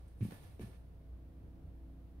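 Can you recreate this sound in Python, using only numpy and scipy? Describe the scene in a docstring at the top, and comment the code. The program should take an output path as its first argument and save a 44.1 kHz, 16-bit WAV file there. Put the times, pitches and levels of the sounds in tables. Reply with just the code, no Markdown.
"""Two soft footsteps on a carpeted wooden floor in a quiet home.
A household appliance hums over faint room rumble, and cloth stirs. At 0.2 s the first foot thuds
into the boards: the sole taps, the wood knocks as the foot rolls, sole and cloth brush to rest.
A lighter step follows at 0.6 s. From 0.9 s the appliance's panels swell and sing along with its
motor, and that hum carries on over the rumble to the end."""
import sys
import numpy as np
from scipy import signal
from scipy.fft import rfft, irfft
from scipy.io import wavfile

SR = 44100
rng = np.random.default_rng(int(sys.argv[2]) if len(sys.argv) > 2 else 0)


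def master_out(mix):
    """Clip the mix to full scale and print it as 16-bit PCM to the path in sys.argv[1]."""
    frames = np.transpose(np.atleast_2d(mix))
    ceiling = np.clip(frames, -1, 1)
    pcm = np.round(ceiling * 32767).astype(np.int16)
    wavfile.write(sys.argv[1], SR, pcm)


N = 97020
T = np.arange(N) / SR
HZ = np.fft.rfftfreq(N, 1 / SR)

# weight landing on the floor: t/s, level/dB, f/Hz that the blow excites most
THUDS = [(0.2082, -29, 237), (.2140, -18.5, 61), (0.2264, -21, 156), (0.2513, -22.5, 168.5),
         (0.2862, -31.5, 188), (0.3212, -33.5, 213), (0.5951, -35, 368), (0.6019, -31.5, 168),
         (0.6123, -44, 348), (.6350, -27, 137.6), (0.683, -47.5, 343)]
# floorboard modes: f/Hz, level/dB, t60/s
BOARD_MODES = [(111.7, 6.5, 0.12), (181.8, 8, 0.052), (207.7, -5.5, 0.178), (279.5, -0.5, 0.1),
               (363.6, -4, 0.13), (422, -2, 0.067), (530, -40, 0.11), (710, -13, 0.033)]
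BLOW_DB_PER_OCT2, THUD_RISE_CYCLES, THUD_ROOM_DB, LOW_CUT_HZ = 26, 0.36, -20.5, 76.4
# woody knocks as the foot rolls and settles: t/s, level/dB, tilt/(dB per octave)
KNOCKS = [(.3086, -44, 1), (.3215, -42.5, -4), (.3275, -48, -4), (.6140, -50, -5)]
# the wood's ring under a knock: f/Hz, level/dB, t60/s
KNOCK_MODES = [(470, 0, .025), (740, 1, .018), (1040, -3, .018), (1416, -3, .018), (1764, -5, .022),
               (2330, -16, .02), (5800, -16, .006), (12400, -18, .006)]
KNOCK_TRIM_DB, KNOCK_ROOM_DB = -3.5, -8.5
# sole taps: t/s, level/dB, tilt/(dB per octave), low cut/Hz, t60/s
TAPS = [(0.2085, -61, -5, 2100, 0.17), (0.247, -60.5, 2.5, 2100, 0.061), (0.3095, -55, 3, 1200, 0.0093),
        (0.3426, -59, 3, 10500, 0.025), (0.434, -65.5, 5, 900, 0.05), (0.5946, -60.5, -1.5, 1900, 0.041),
        (0.612, -62, -7, 2100, 0.086), (0.731, -65.5, -6, 1500, .04)]
# EQ of a tap: f/Hz, level/dB
TAP_EQ = [(500, 3), (1200, -3.5), (1950, -4.5), (2300, 1), (2850, -1.5), (3500, -12), (7000, -15),
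          (9000, -26), (11500, -12), (16000, -26)]
CONTACT_ATTACK_S, TAP_ROOM_DB = 0.00022, -7
# sole and cloth brushing: t/s, attack/s, level/dB, fade/(dB per s), tilt/(dB per octave), high cut/Hz
BRUSHES = [(-.05, 0.044, -71.5, 45.5, -1, 14100), (0.074, 0.0062, -77, 253, 5, 9600),
           (.165, 0.045, -75.5, 103, 8, 10200), (.218, 0.02, -62, 55, 2, 15000),
           (0.295, 0.019, -59.5, 91, -1, 19100), (.410, 0.027, -64.5, 93, -0.5, 15700),
           (.596, 0.019, -58.5, 110, 0, 13500), (.70, .045, -72.5, 172, -1, 14100)]
# EQ of a brush: f/Hz, level/dB
BRUSH_EQ = [(150, -0.5), (400, 1), (700, 6.5), (1300, -5), (2600, -9), (4400, -10), (6600, -15.5),
            (8600, -6.5), (11500, -10.5), (15500, -13)]
GRAINS_PER_S, GRAIN_SPREAD_DB, GRAIN_DB, FLUTTER_DB = 2300, 1.5, -4, 0.2
# envelope of the rustle that trails each step: t/s, level/dB
RUSTLE_FADER = [(.2, -100), (.21, -76), (.27, -74), (.32, -70), (.39, -73), (.5, -76), (.585, -85),
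                (.6, -81), (.64, -72.5), (.70, -82), (.765, -77), (.79, -100)]
# EQ of the rustle: f/Hz, level/dB
RUSTLE_EQ = [(1200, -22), (2000, -1), (2300, -5), (2900, -5), (3500, -4), (6000, -18), (15000, -30)]
# pan of taps, brushes and rustle: f/Hz, left minus right/dB
FOOT_PAN = [(300, 2), (1300, -5.5), (2400, -1), (4400, -7), (7000, -5.5), (8300, 0), (11000, -7),
            (14000, 2)]
# peaks and dips on the way from foot to microphone: f/Hz, width/Hz, level/dB
PATH_RESONANCES = [(1133, 12, 6.5), (1405, 13, 9), (1726, 19, 5.5), (1735, 12, 11), (1887, 12, 1),
                   (2280, 190, 2.5), (2680, 200, 1.5), (4470, 80, -2), (7640, 490, -8.5)]

# tones of the appliance motor: f/Hz, level/dB
MOTOR_TONES = [(29.8, -66.5), (59.6, -54), (149, -71.5), (179, -72), (419, -83), (479, -80.5), (538, -84),
               (661, -83), (720, -89.5)]
# dips and lifts of the motor hum: t/s, level/dB
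MOTOR_FADER = [(0, -3), (.26, -0.5), (.32, -9.5), (.5, -10), (.6, 3), (.79, -0.5), (.88, -5.5), (.96, 2),
               (1.33, 0), (2.2, 0.5)]
# ringing of the appliance panels: f/Hz, level/dB
PANEL_TONES = [(242, -72.5), (269.3, -66.5), (297, -73.5), (329.5, -69.5)]
# the panels' swell as it runs: t/s, level/dB
PANEL_FADER = [(0, -10.5), (.9, -11.5), (1.35, -1.5), (2.2, -1)]
HUM_WAVER_DB, MOTOR_DRIFT_RAD, PANEL_DRIFT_RAD = 1.92, 0.067, 1
# EQ of the room tone: f/Hz, level/dB
RUMBLE_EQ = [(20, -8), (32, 0), (45, -16), (65, 1.5), (90, 7), (120, -3), (165, -3), (220, -12.5),
             (330, -14), (450, -17), (680, -20.5), (1000, -27), (2000, -34.5), (4000, -40.5), (7500, -49),
             (9000, -45), (12000, -44), (15500, -44)]
# swell of its low end: t/s, level/dB
RUMBLE_FADER = [(0, -3), (.45, 1), (.8, 1.5), (2.2, 0)]
RUMBLE_DB, RUMBLE_WAVER_DB = -58, 1.44
# stereo image, narrow in the bass and wide on top: f/Hz, left-right correlation
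CORRELATION = [(30, 0.91), (125, 0.92), (250, 0.4), (500, 0.31), (1000, 0.14), (3000, 0), (15000, 0.047)]
# reverb time of the room: f/Hz, t60/s
ROOM_T60 = [(100, 0.13), (500, 0.31), (3000, 0.25), (12000, 0.095)]
HIGH_CUT_HZ = 15720


def thuds():
    """Each blow presses the floor down and rings the modes near its pitch; low blows attack slower."""
    hz, db, t60 = np.transpose(BOARD_MODES)[:, :, None]
    t, out = np.arange(SR // 3) / SR, np.zeros(N)
    rings = np.sin(2 * np.pi * hz * t) * decay(t, t60)
    for start, level_db, centre_hz in THUDS:
        share = amp(db - BLOW_DB_PER_OCT2 * np.log2(hz / centre_hz) ** 2)
        body = (rings * share).sum(0) / share.sum()
        press = 1 - np.exp(-t * centre_hz / THUD_RISE_CYCLES)
        out[round(start * SR):][:len(t)] -= amp(level_db) * press * body
    out = irfft(rfft(out) * HZ ** 4 / (HZ ** 4 + LOW_CUT_HZ ** 4), N)
    return pan_right(out, 0.8) + amp(THUD_ROOM_DB) * room(out)


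def knocks():
    """Hard little contacts ring short wooden modes, a touch to the right."""
    hz, db, t60 = np.transpose(KNOCK_MODES)[:, :, None]
    t, out = np.arange(SR // 10) / SR, np.zeros((2, N))
    for start, level_db, tilt_db in KNOCKS:
        phase = np.pi * rng.random((2, len(hz), 1))
        gains = amp(db + tilt_db * np.log2(hz / hz[0]))
        ring = (gains * np.sin(2 * np.pi * hz * t + phase) * decay(t, t60)).sum(1)
        ring *= np.minimum(t / CONTACT_ATTACK_S, 1)
        out[:, round(start * SR):][:, :len(t)] += amp(level_db + KNOCK_TRIM_DB) * ring / abs(ring).max()
    return pan_right(out + amp(KNOCK_ROOM_DB) * room(out), 1.5)


def taps():
    """Short, crisp slaps of the sole, thrown back by the room."""
    out = np.zeros((2, N))
    for start, level_db, tilt_db, low_hz, t60 in TAPS:
        t = np.maximum(T - start, 0)
        envelope = np.minimum(t / CONTACT_ATTACK_S, 1) * decay(t, t60)
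        out += amp(level_db) * envelope * foot_eq(rng.standard_normal((2, N)), TAP_EQ, tilt_db, low_hz)
    return out + amp(TAP_ROOM_DB) * room(out)


def brushes():
    """Fibres catch and slip: a fine-grained hiss that swells and dies as the foot settles."""
    out = np.zeros((2, N))
    for start, attack, level_db, fade_db, tilt_db, top_hz in BRUSHES:
        sizes = amp(GRAIN_SPREAD_DB * np.minimum(rng.exponential(1, N), 5))
        catches = rng.random(N) < GRAINS_PER_S / SR
        hiss = rng.standard_normal((2, N))
        grains = amp(GRAIN_DB) * unit(sizes * catches * rng.standard_normal((2, N)))
        fade_in = np.clip((T - start) / attack, 0, 1)
        envelope = fade_in * amp(level_db - fade_db * np.maximum(T - start - attack, 0))
        out += envelope * foot_eq(hiss + grains, BRUSH_EQ, tilt_db, top_hz=top_hz)
    return out * amp(FLUTTER_DB * wander(rate_hz=51))


def rustle():
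    """A papery mid-range rustle while the foot is moving."""
    return fader(RUSTLE_FADER) * foot_eq(rng.standard_normal((2, N)), RUSTLE_EQ, tilt_db=0, low_hz=900)


def appliance():
    """The motor hums, and the panels start to sing along."""
    motor = fader(MOTOR_FADER) * drone(MOTOR_TONES, MOTOR_DRIFT_RAD)
    panels = fader(PANEL_FADER) * drone(PANEL_TONES, PANEL_DRIFT_RAD)
    return motor + panels


def rumble():
    """Room tone: a gently heaving low end under a faint, steady hiss."""
    bed = amp(RUMBLE_DB) * stereo_eq(rng.standard_normal((2, N)), curve(RUMBLE_EQ, HZ))
    lows = irfft(rfft(bed) / (1 + (HZ / 700) ** 2), N)
    heave = fader(RUMBLE_FADER) * amp(RUMBLE_WAVER_DB * wander(rate_hz=8.9))
    return bed + lows * (heave - 1)


def room(x):
    """Small-room reverb, wet only: a diffuse tail that dies band by band."""
    hz, t, spectra = signal.stft(rng.standard_normal((2, SR // 2)), SR, nperseg=256)
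    tail = signal.istft(spectra * decay(t, curve(ROOM_T60, hz)[:, None]), SR, nperseg=256)[1]
    tail *= np.minimum(np.arange(tail.shape[1]) / SR / 0.014, 1)  # builds up over 14 ms
    return signal.fftconvolve(np.atleast_2d(x), tail / np.linalg.norm(tail[0]), axes=1)[:, :N]


def drone(tones, drift_rad):
    """Held sines, each wavering a little in level and pitch."""
    out = np.zeros(N)
    for hz, db in tones:
        gain = np.sqrt(2) * amp(db + HUM_WAVER_DB * wander(rate_hz=7.4))
        out += gain * np.sin(2 * np.pi * (hz * T + rng.random()) + drift_rad * wander(rate_hz=1.4))
    return out


def foot_eq(pair, eq, tilt_db, low_hz=50, top_hz=20000):
    """Voices foot noise with EQ, path resonances, low and high cuts, tilt and a band-by-band pan."""
    peaks = sum(db * np.exp(-((HZ - hz) / width) ** 2) for hz, width, db in PATH_RESONANCES)
    cuts = -10 * np.log10((1 + (low_hz / (HZ + 1)) ** 4) * (1 + (HZ / top_hz) ** 10))
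    tilt = tilt_db * np.log2(np.maximum(HZ, 300) / 3000)
    pan = np.outer([.5, -.5], curve(FOOT_PAN, HZ))
    return stereo_eq(pair, curve(eq, HZ) + peaks + cuts + tilt + pan)


def stereo_eq(pair, db):
    """Blends two noises as mid and side, then applies an EQ; comes out at rms 1."""
    mid, side = rfft(pair)
    width = np.arccos(curve(CORRELATION, HZ)) / 2
    mid, side = mid * np.cos(width), side * np.sin(width)
    return unit(irfft(np.array([mid + side, mid - side]) * amp(db), N))


def pan_right(x, db):
    """Turns the left channel down and the right up, by db each."""
    return x * amp([[-db], [db]])


def wander(rate_hz):
    """Smooth random modulation at rms 1, rolled off above rate_hz."""
    return unit(irfft(rfft(rng.standard_normal(N)) / (1 + (HZ / rate_hz) ** 4) * (HZ > 0), N))


def fader(points):
    """Gain over time from a level curve."""
    return amp(np.interp(T, *np.transpose(points)))


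def curve(points, hz):
    """Reads a table on a log-frequency axis."""
    f, value = np.transpose(points)
    return np.interp(np.log(hz + 1), np.log(f + 1), value)


def decay(t, t60):
    """Ring-out that falls 60 dB in t60 seconds."""
    return amp(-60 * t / t60)


def amp(db):
    """Decibels to gain."""
    return 10 ** (np.asarray(db) / 20)


def unit(x):
    """Scales to rms 1."""
    return x / np.sqrt(np.mean(x ** 2) + 1e-20)


def scene():
    """Footsteps up front, the house as a bed behind them."""
    footsteps = thuds() + knocks() + taps() + brushes() + rustle()
    return footsteps + pan_right(appliance() + rumble(), 0.3)


def record(dry):
    """A steep high cut on the whole mix."""
    lowpass = signal.firwin(1023, HIGH_CUT_HZ, window=("kaiser", 9), fs=SR)
    return signal.oaconvolve(dry, lowpass[None], "same")


dry = scene()
out = record(dry)
master_out(out)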